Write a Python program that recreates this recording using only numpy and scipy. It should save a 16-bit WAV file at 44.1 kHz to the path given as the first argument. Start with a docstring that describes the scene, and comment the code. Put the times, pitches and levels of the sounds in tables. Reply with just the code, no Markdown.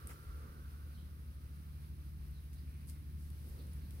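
"""A dog walk on a quiet day.

A leashed dog noses along the grass beside a paved path. Far engines drone and beat over a low rumble;
a distant whining hiss, likely tyres, fades; the air hisses, a breeze stirs and small birds chirp faintly.
Close by, the leash clips tick and ring on impact, feet scuff the paving and brush the grass by friction,
and there are soft low thuds, like bumps on a handheld recorder."""
import sys
import numpy as np
from scipy import signal
from scipy.fft import rfft, irfft
from scipy.io import wavfile

SR = 44100
rng = np.random.default_rng(int(sys.argv[2]) if len(sys.argv) > 2 else 0)


def master(y):
    """Save y as 16-bit WAV."""
    cut = np.clip(np.atleast_2d(y).T, -1, 1)
    pcm = np.round(cut * 32767)  # scale
    wavfile.write(sys.argv[1], SR, pcm.astype(np.int16))


N = 176400

# Phase between the microphones. Each row: frequency in Hz, lead of the left in radians.
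LEFT_LEAD = [(0, 0), (30, -.1), (70, -.22), (150, -.42), (350, -.5), (650, -.8), (950, -3.5), (1400, -4.2),
             (2300, -6.3), (3300, -9.3), (5200, -14.6)]
# Level between the microphones. Each row: frequency in Hz, left minus right in dB.
LEFT_EXCESS = [(60, 6.5), (200, -3), (700, 2), (1300, -3), (4400, -5), (8000, 1.5), (15000, 1.5)]


def amp(db):
    """Amplitude grows tenfold for every 20 dB."""
    return 10 ** (np.asarray(db) / 20)


def unit(x):
    """Normalisation to an rms of 1."""
    return x / np.sqrt(np.mean(x ** 2) + 1e-20)


def read(points, hz):
    """Interpolation on a log-frequency axis."""
    f, value = np.transpose(points)
    return np.interp(np.log(hz + 1), np.log(f + 1), value)


def level(points):
    """An amplitude envelope through points of time in seconds and level in dB."""
    return amp(np.interp(np.arange(N) / SR, *np.transpose(points)))


def add(mix, s, sound):
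    """Superposition: a sound joins the mix at s seconds."""
    part = mix[:, max(round(s * SR), 0):][:, :sound.shape[-1]]
    part += sound[..., :part.shape[1]]


def colour(x, points):
    """Filtering by multiplication of spectra."""
    return irfft(rfft(x) * amp(read(points, np.fft.rfftfreq(x.shape[-1], 1 / SR))), x.shape[-1])


def drift(rate_hz):
    """Random modulation: low-passed noise of rms 1."""
    hz = np.fft.rfftfreq(N, 1 / SR)
    return unit(irfft(rfft(rng.standard_normal(N)) / (1 + (hz / rate_hz) ** 4), N))


def far_noise(spectrum):
    """Partial coherence: distant noise is alike at two microphones mainly at low frequencies."""
    # Each row: frequency in Hz, coherence from 0 to 1.
    coherence = [(30, .94), (60, .96), (120, .88), (200, .88), (400, .85), (600, .68), (850, .3),
                 (1100, .55), (1500, .6), (2200, .25), (3200, .3), (5000, .15), (15000, .06)]
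    hz = np.fft.rfftfreq(N, 1 / SR)
    common, separate = rfft(rng.standard_normal((2, N)))
    same, side = np.clip(read(coherence, hz), 0, 1), amp(read(LEFT_EXCESS, hz) / 2)
    left = common * side * np.exp(1j * read(LEFT_LEAD, hz))
    right = (same * common + np.sqrt(1 - same ** 2) * separate) / side
    top_hz = spectrum[-1][0]
    rolloff = np.where(hz > top_hz, (top_hz / (hz + 1)) ** 2, 1)
    return unit(irfft(np.array([left, right]) * amp(read(spectrum, hz)) * rolloff, N))


def engines():
    """Interference: two strong tones beat at their 13 Hz difference, over weaker tones and a rumble."""
    # Each row: time in seconds, levels of the upper and the lower beating tone in dB.
    beat_levels = [(0, -59.5, -61), (0.056, -48.5, -50), (.1, -53, -58), (.21, -60, -67), (.31, -48.5, -47),
                   (.42, -47.5, -63), (.52, -54, -63), (.61, -51.5, -50), (.87, -48, -58), (1, -51, -58),
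                   (1.4, -50.5, -53.5), (1.75, -48, -60.5), (2.05, -49.5, -52.5), (2.45, -50.5, -52.5),
                   (2.7, -47, -53), (2.93, -49, -64), (3.28, -46.5, -55), (3.43, -49, -62),
                   (3.55, -49, -56), (3.68, -46.5, -54), (3.79, -45, -48), (4, -49.5, -58)]
    # Each row: frequency in Hz, level before the swell in dB.
    weak_tones = [(85.8, -63), (90.97, -69), (102.87, -68), (117.3, -69), (147.05, -59.5), (182, -73),
                  (183.8, -69), (220.6, -75), (233, -78), (294, -83), (318, -81), (331, -83)]
    # Each row: frequency in Hz, relative spectral density in dB.
    rumble_spectrum = [(20, -19.5), (35, -7), (55, 0.5), (80, -1), (110, 1), (160, -7.5), (230, -9.5),
                       (330, -18.5), (500, -28.5), (900, -51.5)]
    # Each row: time in seconds, gain of drone and rumble in dB.
    swell = [(0, -2.5), (.2, -4), (.3, -2.5), (1, -1.5), (1.5, -1), (2, -0.3), (3, 0.9), (3.5, 0), (3.8, 2),
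             (4, 1)]
    beat_hz, in_phase_s, waver_rad = (73.56, 60.65), 1.603, 0.24
    t = np.arange(N) / SR

    def tone(hz, waver_db):
        phase = 2 * np.pi * hz * (t - in_phase_s) + waver_rad * drift(1.1)
        return np.sqrt(2) * amp(waver_db * drift(2.1)) * np.cos([phase + read(LEFT_LEAD, hz), phase])

    s, *levels_db = np.transpose(beat_levels)
    beat = sum(amp(np.interp(t, s, db)) * tone(hz, waver_db=.4) for hz, db in zip(beat_hz, levels_db))
    drone = sum(amp(db) * tone(hz, waver_db=1.3) for hz, db in weak_tones)
    rumble = amp(-55.5) * far_noise(rumble_spectrum)
    return beat + level(swell) * (drone + rumble)


def tyres():
    """Narrow-band noise with thin, frequency-modulated whines fades into the distance."""
    # Each row: frequency in Hz, relative spectral density in dB.
    spectrum = [(700, -24), (1050, -8.5), (1190, 1.5), (1360, -2), (1550, -6), (1680, -13), (2000, -16),
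                (2600, -26), (5000, -22.5)]
    # Each row: time in seconds, level of the hiss in dB.
    fade = [(0, -64), (.2, -68), (.38, -64.5), (.6, -69.5), (.9, -74), (1.1, -78), (1.45, -77), (2, -82),
            (4, -103)]
    # Each row: start and length in seconds, frequency and its rms waver in Hz, level in dB.
    whines = [(0, .45, 1361, 9, -66.5), (.35, .6, 1363, 18, -75.5), (.45, .26, 1510, 75, -71.5),
              (.66, .36, 1515, 65, -76.5), (1.15, .65, 1361, 9, -84)]
    flutter_db = 2
    out = level(fade) * far_noise(spectrum) * amp(1.1 * drift(13))
    for s, length, hz, waver_hz, db in whines:
        progress = np.arange(0, 1, 1 / (length * SR))
        phase = 2 * np.pi * np.cumsum(hz + waver_hz * drift(82)[:len(progress)]) / SR
        pan = amp(np.array([[.5], [-.5]]) * read(LEFT_EXCESS, hz))
        whine = np.sqrt(2) * np.cos([phase + read(LEFT_LEAD, hz), phase])
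        envelope = amp(db + flutter_db * drift(30)[:len(progress)]) * np.sin(np.pi * progress) ** .5
        add(out, s, envelope * pan * whine)
    return out


def air():
    """Broadband noise, slightly modulated, is the even hiss of the open air."""
    # Each row: frequency in Hz, relative spectral density in dB.
    spectrum = [(300, -13), (800, -1), (1250, 1.5), (2000, -2.5), (2800, -3.5), (3400, -5.5), (4100, -5),
                (5500, -6.5), (6500, -11), (7600, -15), (8800, -4.5), (11500, -3), (15500, -5.5)]
    # Each row: time in seconds, level in dB.
    levels = [(0, -64), (.5, -66), (1.2, -67), (1.8, -67), (2.6, -66.5), (3.1, -67), (3.5, -65.5), (4, -65)]
    return level(levels) * far_noise(spectrum) * amp(0.55 * drift(8.2))


def breeze():
    """Amplitude-modulated low noise makes two soft, fluttering rushes of breeze."""
    # Each row: frequency in Hz, relative spectral density in dB.
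    spectrum = [(150, -18), (250, 1.5), (330, 0), (420, -2.5), (510, -2.5), (650, -16), (1000, -16.5),
                (2000, -41)]
    # Each row: time in seconds, level in dB.
    rushes = [(0, -69), (.08, -61.5), (.17, -69), (.35, -64.5), (.58, -65), (.7, -74.5), (.95, -71),
              (1.2, -75), (3.35, -90), (3.46, -64.5), (3.67, -63), (3.76, -77), (4, -69.5)]
    return level(rushes) * far_noise(spectrum) * amp(1.7 * drift(34))


def burst(spectrum, envelope):
    """A noise transient with the energy of its envelope at each microphone."""
    puff = colour(rng.standard_normal((2, len(envelope))), spectrum) * envelope
    return puff * np.linalg.norm(envelope) / np.linalg.norm(puff, axis=1, keepdims=True)


def mode(t, hz, db, t60, phase=0):
    """A damped resonance, falling 60 dB in t60 seconds."""
    return amp(db) * np.exp(-np.log(1000) * t / t60) * np.sin(2 * np.pi * hz * t + phase)


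def leash():
    """Impact excitation: a clip gives a snap with a faint tail, a metal ring and a dull plastic clack."""
    # Each row: start in seconds, level in dB, ring frequency in Hz, ring t60 in seconds,
    # gains of ring and clack in dB, left minus right in dB.
    ticks = [(0.0723, -33.5, 9360, 0.0029, -4, -19, 0), (.1337, -51, 8160, .004, -3, -18, -2),
             (2.3115, -58, 11400, 0.0087, -1, -18, -2), (2.439, -61, 9430, 0.034, -3.5, -18, 7),
             (2.5325, -48, 9060, 0.0045, -16, -3.5, -4), (2.872, -49.5, 9200, .005, -2, -20, 0),
             (2.878, -51, 10000, .004, -4, -20, 0), (2.8826, -50, 9800, .005, -4, -20, 0),
             (2.888, -48, 8800, .005, -3, -16, 1), (2.898, -42, 9200, 0.006, -2, -20, 3),
             (3.303, -51.5, 9100, .005, -7, -5, 10), (3.4853, -58, 12400, 0.061, -2, -12, 2.5),
             (3.499, -54, 10000, .004, -8, -14, 4), (3.669, -56, 9500, .004, -6, -10, 9),
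             (3.734, -51, 10600, 0.014, -4.5, -9, 4), (3.9084, -50, 12200, .004, -7, 1, 2)]
    # Each row of both spectra: frequency in Hz, relative spectral density in dB.
    snap_spectrum = [(500, -31), (2000, -27), (4000, -27), (6500, -33), (8700, 8), (12500, 4), (16000, -9)]
    clack_spectrum = [(500, -16), (2000, -7), (4000, -1), (6000, -2), (8000, -9), (16000, -15)]
    contact_s, snap_s, tail_s, clack_s, tail_db = .00006, 0.0005, 0.013, 0.0011, -14
    out, t = np.zeros((2, N)), np.arange(SR // 8) / SR
    attack = 1 - np.exp(-t / contact_s)
    decay = np.exp(-t / snap_s) + amp(tail_db) * np.exp(-t / tail_s)
    for s, db, hz, t60, ring_db, clack_db, pan_db in ticks:
        snap = .5 * burst(snap_spectrum, attack * decay)
        clack = .5 * amp(clack_db) * burst(clack_spectrum, np.exp(-t / clack_s))
        ring = mode(t, hz, ring_db, t60)
        add(out, s, amp(db + np.array([[.5], [-.5]]) * pan_db) * (snap + clack + ring))
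    return out


def rub(strokes, spectrum):
    """Friction noise follows each stroke's force: a Gaussian rise, then an exponential fall."""
    t, grit_db = np.arange(N) / SR, 2
    force = sum(amp(db) * np.exp(-np.where(t < s, ((t - s) / rise) ** 2 / 2, (t - s) / fall))
                for s, rise, fall, db in strokes)
    grit = rng.standard_normal((2, N)) * amp(grit_db * drift(900))
    return force * unit(colour(grit, spectrum))


def shoe():
    """Sliding friction on paving: the sole scuffs, catches a few times and rings in its modes."""
    # Each row: peak time, rise and fall in seconds, level in dB.
    scuffs = [(.108, 0.012, 0.021, -55)]
    # Each row: frequency in Hz, relative spectral density in dB.
    spectrum = [(200, -1), (400, 4), (800, 1.5), (1300, 4), (1650, 4), (2050, 1), (2900, -1.5), (4500, -17),
                (6500, -6), (9500, -7), (15500, -10)]
    # Each row: start in seconds, level in dB.
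    catches = [(0.092, -59), (.1035, -55), (0.112, -54)]
    # Each row: frequency in Hz, relative level in dB, t60 in seconds.
    sole_modes = [(1110, -13, .035), (1324, -3.5, 0.033), (2020, -7.5, 0.061)]
    out, t = rub(scuffs, spectrum), np.arange(SR // 10) / SR
    for s, db in catches:
        phases = rng.uniform(0, 2 * np.pi, len(sole_modes))
        ring = sum(mode(t, *row, phase) for row, phase in zip(sole_modes, phases))
        add(out, s, amp(db) * ring)
    return out


def grass():
    """Friction between feet and grass gives a bright rustle."""
    # Each row: peak time, rise and fall in seconds, level in dB.
    brushes = [(.11, 0.023, 0.028, -60.5), (2.538, 0.008, 0.03, -67), (2.9, 0.014, 0.025, -57.5),
               (3.23, 0.04, 0.17, -67.5), (3.5, 0.057, 0.16, -70.5), (3.94, 0.023, 0.1, -68)]
    # Each row: frequency in Hz, relative spectral density in dB.
    spectrum = [(1500, -8.5), (3500, -5.5), (5000, 0.5), (7000, -5.5), (9500, 3.5), (12500, 1.5),
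                (15500, -4)]
    return rub(brushes, spectrum)


def thuds():
    """Gaussian wave packets of a few low cycles thud softly, like bumps on a handheld recorder."""
    # Each row: peak time in seconds, peak level in dB.
    bumps = [(0.296, -47), (0.501, -55), (2.219, -56), (2.71, -55), (3.52, -48), (3.852, -48)]
    hz, width_s = 46, 0.018
    t = np.arange(N) / SR
    lead = np.array([[read(LEFT_LEAD, hz)], [0]])
    return sum(amp(db) * np.exp(-((t - s) / width_s) ** 2 / 2) * np.cos(2 * np.pi * hz * (t - s) + lead)
               for s, db in bumps)


def birds():
    """Rapid frequency modulation makes gliding chirps buzz; reverberation blurs them."""
    # Each row: start and length in seconds, first pitch, last pitch and rms buzz in Hz, relative dB.
    chirps = [(0.937, 0.034, 4500, 3750, 280, -77), (.965, .075, 3840, 3880, 420, -79.5),
              (0.974, .027, 3100, 3050, 110, -77.5), (2.322, 0.083, 4370, 3650, 200, -79),
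              (2.548, 0.067, 4200, 4350, 430, -78.5), (2.65, 0.23, 2445, 2316, 222, -80),
              (2.881, .14, 2130, 2057, 170, -81.5), (3.582, 0.035, 4400, 3720, 430, -72.5),
              (3.8, .09, 4200, 4480, 352, -80)]
    echo_s, echo_db = 0.041, 1.5
    direct, t = np.zeros((2, N)), np.arange(SR // 3) / SR
    for s, length, start_hz, end_hz, buzz_hz, db in chirps:
        progress = np.arange(0, 1, 1 / (length * SR))
        hz = start_hz + (end_hz - start_hz) * progress + buzz_hz * drift(425)[:len(progress)]
        envelope = amp(db) * np.sqrt(2) * np.sin(np.pi * progress) ** .5
        add(direct, s, envelope * np.sin(2 * np.pi * np.cumsum(hz) / SR))
    echo = rng.standard_normal((2, len(t))) * np.exp(-t / echo_s)
    reflected = signal.fftconvolve(direct, echo / np.linalg.norm(echo[0]), axes=1)[:, :N]
    return (1.18 * direct + amp(echo_db) * reflected) * amp([[-1.5], [1.5]])  # a little to the right


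def scene():
    """Superposition: the pressures of all sources add."""
    return engines() + tyres() + air() + breeze() + leash() + shoe() + grass() + thuds() + birds()


def record(dry):
    """Band limiting: a low-pass filter removes the highest treble."""
    cutoff_hz = 15850
    lowpass = signal.firwin(511, cutoff_hz, window=("kaiser", 9), fs=SR)
    return signal.oaconvolve(dry, lowpass[None], "same")


dry = scene()
out = record(dry)
master(out)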